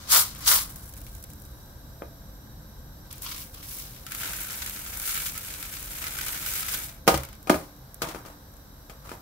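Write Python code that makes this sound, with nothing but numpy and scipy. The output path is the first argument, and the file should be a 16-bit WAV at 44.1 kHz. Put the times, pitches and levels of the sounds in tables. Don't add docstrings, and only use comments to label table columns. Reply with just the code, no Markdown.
import sys
import numpy as np
from scipy import signal
from scipy.fft import rfft, irfft, next_fast_len
from scipy.io import wavfile

SR = 44100
rng = np.random.default_rng(int(sys.argv[2]) if len(sys.argv) > 2 else 0)


def makeup_ratio(level_db):
    decades = np.asarray(level_db, float) / 20
    return 10 ** decades


def store_pcm(level_fs):
    pcm = np.round(np.clip(level_fs, -1, 1) * 32767).astype(np.int16)
    wavfile.write(sys.argv[1], SR, np.atleast_2d(pcm).T)


N = 406161
PAD = next_fast_len(N + SR)
HZ = np.maximum(np.arange(PAD // 2 + 1) * SR / PAD, 1)
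HALF = np.array([[0.5], [-0.5]])


def rms_one(x):
    return x / np.sqrt(np.mean(x ** 2) + 1e-20)


def in_time(table):
    before = (table[0][0] - 0.01, -120.0, *table[0][2:])
    after = (table[-1][0] + 0.01, -120.0, *table[-1][2:])
    s, *columns = np.transpose([before, *table, after])
    return [np.interp(np.arange(N) / SR, s, c) for c in columns]


def strokes(rows, rise, sag, fall):
    t = np.arange(N) / SR
    power = 0
    for s, length, db in rows:
        growth = rise * np.minimum(t - s, 0)
        loss = sag * np.clip(t - s, 0, length) + fall * np.maximum(t - s - length, 0)
        power = power + makeup_ratio(np.maximum(db + growth - loss, -150)) ** 2
    return 10 * np.log10(power)


def at_hz(points):
    hz, value = np.array(points).T
    return np.interp(np.log(HZ), np.log(hz), value)


def flat_top(spectrum):
    return makeup_ratio(at_hz(spectrum[:-1]))


def above(hz):
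    return 1 / (1 + (hz / HZ) ** 8)


# f/Hz, correlation
LIKENESS = [(60, 0.97), (130, 1), (290, 0.87), (640, 0.59), (1410, 0.0068), (3100, 0.036), (6820, -0.17),
            (15000, 0.081)]


def shape(pair, gain):
    alike = np.clip(at_hz(LIKENESS), -1, 1)
    left, right = rfft(pair, PAD) * gain
    mid = (left + right) * np.sqrt(1 + alike)
    side = (left - right) * np.sqrt(1 - alike)
    return irfft([mid + side, mid - side], PAD)[:, :N] / 2


def drift(rate):
    r = np.exp(-80 * np.pi * rate / SR)
    slow = signal.lfilter([1], [1, -2 * r, r * r], rng.standard_normal(N // 40 + 2002))[2000:]
    return np.interp(np.arange(N) / 40, np.arange(len(slow)), rms_one(slow))


def bursts(hits, t60, rise=1e-5):
    power = signal.lfilter([1], [1, -makeup_ratio(-120 / (t60 * SR))], hits ** 2 + 1e-18)
    swell = np.exp(-1 / (rise * SR))
    envelope = np.sqrt(signal.lfilter([1 - swell], [1, -swell], power))
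    return envelope * rng.standard_normal((2, N))


def grains(per_s, spread_db, clump_db, t60):
    sizes = makeup_ratio(spread_db * np.minimum(rng.exponential(1, N), 5))
    chance = per_s * makeup_ratio(clump_db * (drift(25) + drift(90))) / SR
    return rms_one(bursts(sizes * (rng.random(N) < chance), t60))


def rice(patter_db, middle_db, wall_db, colour, per_s, clumps_per_s, spread_db, clump_db, pan_db):
    grain_t60_s = 0.017
    fine = grains(per_s, spread_db, clump_db, grain_t60_s)
    coarse = grains(per_s / 2, spread_db, clump_db, grain_t60_s)
    heavy = grains(clumps_per_s, spread_db, clump_db, t60=0.04)
    sharp = grains(clumps_per_s, spread_db, clump_db, t60=0.003)
    tone = flat_top(colour)
    patter = rms_one(shape(fine + 0.18 * heavy + 0.33 * sharp, tone * np.sqrt(above(7800))))
    middle_band = np.sqrt(above(3170) * (1 - above(6240)))
    middle = rms_one(shape(coarse + 0.5 * fine + 1.77 * heavy + 0.25 * sharp, tone * middle_band))
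    wall = rms_one(shape(heavy + 0.59 * coarse, tone * np.sqrt(1 - above(2400))))
    return makeup_ratio(patter_db + HALF * pan_db) * (patter + makeup_ratio(middle_db) * middle + makeup_ratio(wall_db) * wall)


# f/Hz, level/dB
AIR_COLOUR = [(13, -42), (22, -11.5), (44, 3), (139, -9.5), (477, -25), (518, -25), (897, -23), (1600, -29),
              (2550, -40.5), (3840, -33.5), (5650, -35.5), (6840, -39.5), (10900, -37.5), (12900, -33),
              (15600, -48)]
# f/Hz, width/Hz, level over the rest/dB
AIR_PEAKS = [(129.2, 33, 17.5), (206.6, 24, 8.5), (292.5, 11, 11.5), (525, 81, 8), (667, 5.3, 13.5),
             (1595, 145, 7.5), (3890, 135, 11.5), (4790, 25, 11), (5750, 430, 10), (7530, 120, 14),
             (9200, 140, 6), (11900, 90, 14), (12000, 210, -1), (12950, 510, 12), (15500, 190, -17)]
# t/s, share
HUMPS_SHARE = [(0, 1), (3, 0.98), (7.7, 0.72), (9.21, 0.75)]
# t/s, level/dB
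RUMBLE = [(0.0, -47), (0.51, -42.5), (1.9, -46), (2.1, -45), (3.54, -47.5), (6.9, -47.5), (7.13, -45.5),
          (7.67, -50.5), (9.21, -49)]


def air():
    t = np.arange(N) / SR
    humps_db = sum(db / (1 + (2 * (HZ - hz) / width) ** 2) for hz, width, db in AIR_PEAKS)
    white, gain = rng.standard_normal((2, N)), flat_top(AIR_COLOUR)
    plain = shape(white, gain * np.sqrt(above(420)))
    humped = shape(white, gain * makeup_ratio(humps_db) * np.sqrt(above(229.4)))
    share = np.interp(t, *np.transpose(HUMPS_SHARE))
    hiss = rms_one(plain + share * (humped - plain))
    rumble = rms_one(shape(white, gain * np.sqrt(1 - above(183))))
    rumble_db = np.interp(t, *np.transpose(RUMBLE))
    return makeup_ratio(-50.5 + 0.18 * drift(23)) * hiss + makeup_ratio(rumble_db + 0.27 * drift(0.96)) * rumble


# t/s, patter level/dB, middle re patter/dB, tub wall re patter/dB
SHAKE = [(0.0, -54, 3, -1), (0.07, -54.5, 5, 0), (0.095, -32.5, -2.5, -9), (0.12, -16, -5.5, -15),
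         (0.136, -13, -7, -13.5), (0.168, -14.5, -7, -9.5), (0.212, -17, -11, -20), (0.244, -29, -9, -16),
         (0.304, -44.5, -1, -11), (0.386, -60, 6, 4), (0.436, -42, 0, -3), (0.456, -35.5, 1, -11),
         (0.473, -20.5, -4.5, -11.5), (0.479, -15, -1, -13.5), (0.5, -15, -9.5, -13.5),
         (0.526, -14.5, -8.5, -9), (0.564, -17.5, -8.5, -16.5), (0.59, -24.5, -8, -12),
         (0.634, -34, -6, -19), (0.7, -56, -5, -2), (0.9, -49, -20, -16)]
# t/s, patter level/dB
LOOSENED = [(7.103, -30), (7.521, -35.5)]
# f/Hz, level/dB
SHAKE_COLOUR = [(180, -48), (300, -24), (411, -18), (674, -10), (864, -6.5), (1050, 0.5), (1520, -2.5),
                (1850, -8.5), (2010, -5), (2700, -11.5), (2940, -8), (4510, -6), (8050, -5), (11800, -3.5),
                (15600, -5)]


def shaken_rice():
    jerk_db, jerk_middle_db, jerk_wall_db = in_time(SHAKE)
    loose_db = strokes([(s, 0, db) for s, db in LOOSENED], rise=3000, sag=0, fall=140)
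    jerked = jerk_db > loose_db
    middle_db = np.where(jerked, jerk_middle_db, -6)
    wall_db = np.where(jerked, jerk_wall_db, -4)
    return rice(np.maximum(jerk_db, loose_db), middle_db, wall_db, SHAKE_COLOUR,
                per_s=5000, clumps_per_s=900, spread_db=2.0, clump_db=1.5, pan_db=2.5)


# t/s, level/dB (the trickle lies 30.5 dB under it)
JERKS = [(0.129, -21), (0.484, -9.5)]


def settling():
    level_db = strokes([(s, 0, db - 30.5) for s, db in JERKS], rise=62, sag=0, fall=17)
    creep = grains(400, spread_db=1.5, clump_db=3.5, t60=0.019)
    return makeup_ratio(level_db) * rms_one(shape(creep, flat_top(SHAKE_COLOUR) * np.sqrt(0.4 + above(7200))))


def room(x):
    t60_s, level_db = 0.27, -4.5
    t = np.arange(SR // 2) / SR
    echoes = rng.standard_normal((2, len(t))) * makeup_ratio(-60 * t / t60_s) * (t > 0.006)
    tail = signal.fftconvolve(x.mean(axis=0, keepdims=True), echoes, axes=1)[:, :N]
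    duller = np.sqrt(1 / (1 + (HZ / 3000) ** 2))
    return makeup_ratio(level_db) * shape(tail, duller) / np.sqrt(t60_s * SR / np.log(1e6))


# t/s, click level/dB, left-right/dB,
# wall re click/dB (low where the grain lands on rice)
TICKS = [(0.349, -31, 7, 0), (0.358, -36, 6, 6), (0.476, -22, 1, 0), (0.758, -27, 1, -12),
         (0.883, -40, 4, -20), (0.937, -32, -4, -5), (0.9662, -33, 0, -6), (1.015, -30, 2, -7),
         (1.065, -34.5, 0, 4), (1.15, -29.5, -2, -12), (1.226, -31, 1, -18), (1.239, -26.5, -1, -10),
         (1.301, -34, 3, -5), (1.3335, -33, -4, -20), (1.3995, -39, 1, -17), (1.4196, -34, 5, -20),
         (1.451, -35, 0, -20), (3.1113, -30, 0, -14), (3.1273, -25, 1, -2.5), (3.1805, -30, 0, -8),
         (3.2198, -24, 0, -17), (3.246, -30, 0, 2), (3.29, -26, 0, 2), (3.32, -25, 0, 2),
         (3.3626, -31, 0, 6), (3.379, -26, 0, 0), (3.543, -31, -2, -14), (3.628, -32.5, 1, 5.5),
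         (3.7108, -29, 0, 0), (3.9628, -38, 5, 7), (4.0654, -24.5, 2, 1.5), (4.1093, -30, 3, 3),
         (4.1192, -19.5, 2, 0.5), (4.148, -20, 2, -1), (4.214, -28, 5, 6), (4.233, -21.5, 0, 5),
         (4.258, -26, 3, 6.5), (4.333, -21.5, 2, 2), (4.365, -22, 0, -4), (4.3863, -28, 0, 3),
         (4.404, -22, 4, -7), (4.4311, -25, 2, -13), (4.4725, -34, 0, -6), (4.5396, -27, 0, -5),
         (4.6226, -21, 1, 2), (4.6616, -18.5, 0, -2), (4.696, -20, 0, -6), (4.9032, -36, 0, -2),
         (4.9474, -32, -4, -6), (4.9716, -20, 6, -13), (4.9981, -19, 0, -8), (5.0757, -19, 2, -2),
         (5.093, -18, 3, -3), (5.1537, -20, 4, 1.5), (5.176, -19.5, 2, 3), (5.251, -30, 0, -4),
         (5.2628, -29, -2, 6), (5.336, -28, 0, -10), (5.377, -17.5, -2, -6), (5.4478, -25, 4, -2),
         (5.457, -27, 0, -8), (5.4831, -27, 5, -1), (5.627, -21.5, 3, 0), (5.719, -29, 3, -9),
         (5.7495, -33, 4, 3), (5.827, -24, 0, -9), (5.9182, -27, 0, -13), (5.9538, -31, 4, 5),
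         (6.017, -24.5, 4, -0.5), (6.0409, -22, 0, 3), (6.0466, -31, 0, 0), (6.0677, -21.5, 0, 5),
         (6.080, -22, -2, -5), (6.177, -25, 2, -6), (6.187, -22, 3, 5.5), (6.214, -20.5, 0, -3),
         (6.264, -22, 3, 1), (6.27, -28, -5, 1), (6.282, -19, 0, -1), (6.3257, -23, 3, -2),
         (6.3921, -30, 0, -9), (6.425, -30, 6, 0), (6.4621, -16, -2, -0.5), (6.5364, -19, 3, -3),
         (6.6294, -22, 1, 3.5), (6.6628, -23, 0, 0), (6.685, -19, 1, 0), (6.7379, -24, 4, 9.5),
         (7.1753, -17.5, -1, -3), (7.234, -24, 0, 0), (7.25, -27.5, 2.5, -6), (7.2874, -32.5, 3, 1),
         (7.329, -35, 0, 3.5), (7.351, -39, 0, -2), (7.428, -36, 0, -12), (7.763, -43, 0, -9),
         (7.9433, -27, -3, -16), (8.1117, -37, 4, 12), (8.5376, -42, 2, -10), (8.567, -41, 4, -10),
         (9.0479, -45, 2, -10)]


def ticks():
    s, db, pan_db, wall_db = np.transpose(TICKS)
    at = (s * SR).astype(int)
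    strays_per_s = 120
    patter_db = np.maximum(in_time(TIP)[0], in_time(POUR)[0])
    size_db = patter_db + 6.5 - 2 * np.minimum(rng.exponential(1, N), 2)
    clicks = makeup_ratio(size_db + HALF * rng.normal(1, 5.5, N)) * (rng.random(N) < strays_per_s / SR)
    clicks[:, at] = makeup_ratio(db + HALF * pan_db)
    wall = makeup_ratio(-2.5 + 4 * rng.uniform(-0.58, 1, N))
    wall[at] = makeup_ratio(wall_db)
    struck = clicks * wall
    tone = flat_top(POUR_COLOUR)
    bright = shape(bursts(clicks, t60=0.016, rise=0.0006), tone * np.sqrt(above(5000)))
    middle = shape(bursts(struck, t60=0.11), tone * np.sqrt(above(1970) * (1 - above(5200))))
    low = shape(bursts(struck, t60=0.016), tone * np.sqrt(above(1550) * (1 - above(2160))))
    ringing = bowl(struck * (np.arange(N) > POUR[0][0] * SR))
    return bright + ringing + makeup_ratio(-3.5) * middle + makeup_ratio(2.5) * low


# t/s, peak level/dB, crack re ring/dB, brightness/(dB per octave),
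# left-right/dB, damping by the hand (multiplies the decay rate)
KNOCKS = [(2.0202, -20.5, -32, 4, 0, 2.2), (7.069, -26.5, 1, -2, 3, 1.8), (7.0768, 3, -8, 4, -2, 1.07),
          (7.142, -9.5, -6.5, 3, 3, 3.3), (7.4719, -23, -7, 5, 4, 0.61), (7.4963, -3, -7, 9.5, -2, 3),
          (7.4997, 2, -26, 2.5, 2, 3.1), (7.529, -20, -21, -17, -1, 1.3), (7.543, -16, -9, 8.5, 4, 3.1),
          (8.0188, -12, -3.5, 7.5, 3.5, 1.6), (8.032, -42, -6, 10, 1, 2.2), (8.0435, -28, -6, 14, 6, 1.9),
          (8.072, -29, -3, 3, 1, 2.3), (8.087, -27.5, 0.5, 3, 5, 1.8), (8.147, -22.5, -6, 4, 5, 2.4),
          (8.158, -27, -17, 2, 2, 1.6), (8.2506, -31, -9, 6, 6, 2), (8.2605, -36, -1, 0, 7, 2.4),
          (8.268, -35, -14, 2, 1, 1.8), (8.897, -33, -2.5, 4.5, 5, 1.5), (9.074, -38, -3, 1, 2, 2.9),
          (9.092, -30, -5, 7, 6, 1.7), (9.1075, -36, -1, 9, -2, 2.6), (9.116, -23.5, -12, 4.5, 2, 3.2)]
# f/Hz, level/dB, t60/s at damping 1
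TUB = [(167, -13, 0.096), (222, -3, .13), (262, -10, 0.077), (306, 3, 0.11), (341, 6, 0.068),
       (383, 3, 0.092), (427, 0, 0.09), (464, 9, 0.057), (482, -8, 0.12), (546.4, 5.5, 0.16),
       (607, 1.5, 0.14), (658, 2, 0.13), (760, 8, 0.048), (820, -8, 0.13), (854, -9, 0.13),
       (932, -2.5, 0.22), (1097, 0, 0.074), (1252, 4, 0.087), (1336, 0.5, 0.1), (1416, 1, 0.045),
       (1460, -11, 0.076), (1536, -8, .09), (1654, -7, 0.087), (1840, -16, 0.047), (1900, -24, 0.061),
       (2350, -11, 0.044), (2448, 0, 0.036), (2750, -10.5, .04), (2950, -28, 0.017), (3090, -4, 0.023)]


def tub():
    out, t = np.zeros((2, N + SR)), np.arange(SR // 2) / SR
    contact_s, onset_s = 0.051e-3, 0.0007
    hz, mode_db, t60 = np.repeat(np.transpose(TUB), 3, axis=1)[:, :, None]
    partner = np.resize([-1, 0, 1], hz.shape)
    mode_db = mode_db - 3 * np.abs(partner)
    treble_left = makeup_ratio(1.5 * np.log2(hz / 350) * HALF[:, :, None])
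    thin = signal.butter(4, 140, "high", fs=SR, output="sos")
    dull = signal.butter(2, 5800, fs=SR, output="sos")
    crack_band = signal.butter(2, 1300, "high", fs=SR, output="sos")
    push_t = t[:SR // 100]
    push = push_t * np.exp(-push_t / contact_s)
    for s, db, crack_db, tilt_db, pan_db, damping in KNOCKS:
        split = hz * (1 + 0.012 * partner + rng.normal(0, 0.003, hz.shape))
        strength_db = mode_db + tilt_db * np.log2(hz / 500) + rng.normal(0, 1.0, hz.shape)
        decay = makeup_ratio(strength_db - 60 * t * damping / t60)
        lag = np.clip((hz / 1100) ** 1.2, 0, 0.8) * rng.choice([-1, 1], hz.shape) * [[[1]], [[-1]]]
        modes = decay * treble_left * np.sin(2 * np.pi * split * t + lag)
        body = np.sum(modes, axis=1) * np.minimum(t / onset_s, 1)
        rattle = makeup_ratio(-30 - 60 * t[1:] / 0.08) * rng.standard_normal(len(t) - 1)
        force = np.convolve(np.append(1, rattle), push)
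        ring = signal.fftconvolve(body, force[None, :len(t)], axes=1)[:, :len(t)]
        ring = signal.sosfilt(thin, ring)
        edge, tail = rng.standard_normal((2, 2, len(t)))
        tail = signal.sosfilt(dull, tail)
        crack = edge * makeup_ratio(-60 * t / 0.093) + tail * makeup_ratio(3.5 - 60 * t / 0.11)
        crack = signal.sosfilt(crack_band, crack)
        blow = ring / np.abs(ring).max() + makeup_ratio(crack_db) * crack / np.abs(crack).max()
        i = round(s * SR)
        out[:, i:i + len(t)] += makeup_ratio(db + HALF * pan_db) * blow
    return out[:, :N]


# t/s, patter level/dB, tub wall re patter/dB
TIP = [(3.05, -57, -9), (3.102, -67, -7), (3.11, -50, 1), (3.214, -52, -13), (3.22, -36, -14),
       (3.266, -39, -1.5), (3.422, -40, -10.5), (3.502, -53, -44), (3.548, -46, -3), (3.62, -49.5, -7),
       (3.635, -42.5, -13), (3.716, -37.5, -18), (3.82, -38, -13), (3.88, -44.5, -13), (4.04, -51, -8)]
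# f/Hz, level/dB
TIP_COLOUR = [(350, -48), (600, -43), (651, -36), (916, -34), (967, -18), (1110, -17), (1420, -20),
              (1520, -39), (3340, -7.5), (5390, 5.5), (8110, 3), (12400, 7), (15600, -6)]


def tipped_rice():
    patter_db, wall_db = in_time(TIP)
    return rice(patter_db, -14.5, wall_db, TIP_COLOUR,
                per_s=3500, clumps_per_s=350, spread_db=3.0, clump_db=1.9, pan_db=1.0)


# t/s, patter level/dB, bowl wall re patter/dB
POUR = [(4.02, -58, -12), (4.13, -40, -11), (4.21, -34, -10), (4.31, -34, -8), (4.36, -37, -9.5),
        (4.41, -35, -7.5), (4.47, -38, -12), (4.56, -36.5, -9), (4.62, -36, -11.5), (4.72, -38, -11),
        (4.86, -39, -11), (5.0, -36, -8), (5.08, -30, -17), (5.13, -30, -14.5), (5.18, -31, -14),
        (5.24, -33.5, -12), (5.27, -29, -23), (5.32, -39.5, -9.5), (5.5, -39, -12), (5.62, -39, -9),
        (5.72, -40.5, -11.5), (5.88, -39.5, -10.5), (6.0, -37.5, -9), (6.08, -37, -7), (6.11, -37.5, -11),
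        (6.17, -36.5, -8), (6.22, -34, -10.5), (6.29, -33, -9.5), (6.36, -34.5, -8.5), (6.44, -35, -10),
        (6.46, -32, -11.5), (6.59, -29, -13.5), (6.64, -37, -11), (6.74, -28.5, -14), (6.81, -37.5, -7),
        (6.84, -34, -14.5), (6.99, -60.5, -6), (7.02, -78, 6)]
# f/Hz, level/dB
POUR_COLOUR = [(350, -11.5), (700, -11.5), (1020, -7.5), (1180, -8), (1340, -2), (1860, -5.5), (2350, -4),
               (2620, -7), (4100, -8.5), (4760, -9.5), (7370, -3.5), (10800, -3), (11900, -0.5),
               (12900, -0.5), (14200, -2.5), (15600, -6)]


def poured_rice():
    patter_db, wall_db = in_time(POUR)
    return rice(patter_db, -7.5, wall_db, POUR_COLOUR,
                per_s=5000, clumps_per_s=350, spread_db=3.5, clump_db=0.94, pan_db=0.9)


# f/Hz, relative level/dB, t60/s
BOWL = [(1272, -6, 0.062), (1360, -4.5, 0.056), (1520, 0, 0.041), (1600, -7.5, 0.049), (1736, -8, 0.027),
        (2050, -6, 0.029), (2274, -4, 0.059), (2545, 0, 0.01), (2964, -3, .025), (3540, -8.5, 0.045),
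        (3970, -16, .015), (5000, 2, .012)]


def bowl(clicks):
    out = np.zeros((2, N))
    for hz, db, t60 in BOWL:
        r, w = makeup_ratio(-60 / (t60 * SR)), 2 * np.pi * hz / SR
        strength = makeup_ratio(db + 4 * np.clip(rng.standard_normal(N), -2, 1.5))
        strength = strength * rng.choice([-1, 1], (2, N))
        resonator = [1, -2 * r * np.cos(w), r * r]
        out += signal.lfilter([0, np.sin(w)], resonator, clicks * strength + 1e-18)
    return makeup_ratio(-19.5) * out


# t/s, level/dB, f/Hz, rise/s, t60/s
THUMPS = [(7.114, -17.5, 67.8, 0.066, 0.26), (7.136, -26, 132.5, 0.015, 0.29),
          (7.522, -27.5, 162.5, 0.019, 0.26), (7.541, -24, 75.4, 0.027, 0.13),
          (8.03, -33, 127, 0.011, 0.12)]


def thumps():
    t = np.arange(N) / SR
    out = np.zeros(N)
    for s, db, hz, rise, t60 in THUMPS:
        envelope = makeup_ratio(db - 60 * np.maximum(t - s, 0) / t60) * np.clip((t - s) / rise, 0, 1)
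        out += envelope * np.sin(2 * np.pi * hz * (t - s))
    return out


# t/s, length/s, level/dB
DRAG = [(8.03, 0.15, -35.5), (8.155, .04, -48), (8.26, 0.041, -45.5), (8.905, 0.017, -51),
        (9.025, 0.03, -58), (9.054, 0.024, -45.5), (9.12, 0.012, -43.5)]
# f/Hz, level/dB
DRAG_COLOUR = [(88, -33), (150, 8), (314, -34), (428, -10), (530, -2.5), (1220, 0), (2770, -15.5),
               (3300, -16), (15600, -26)]


def drag():
    level_db = strokes(DRAG, rise=1000, sag=81, fall=180)
    slips = grains(1500, spread_db=2.0, clump_db=1.2, t60=0.025)
    return makeup_ratio(level_db) * rms_one(shape(slips, flat_top(DRAG_COLOUR)))


def scene():
    grain_sounds = shaken_rice() + settling() + ticks() + tipped_rice() + poured_rice()
    near = grain_sounds + tub() + thumps() + drag()
    return near + room(near) + air()


def top_cut(x):
    return signal.sosfilt(signal.butter(12, 16990, fs=SR, output="sos"), x)


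def record(dry):
    rounded = np.tanh(dry)
    low_pass = signal.ellip(8, 0.5, 38, 15720, fs=SR, output="sos")
    mix = signal.sosfilt(low_pass, rounded)
    return top_cut(mix)


dry = scene()
out = record(dry)
store_pcm(out)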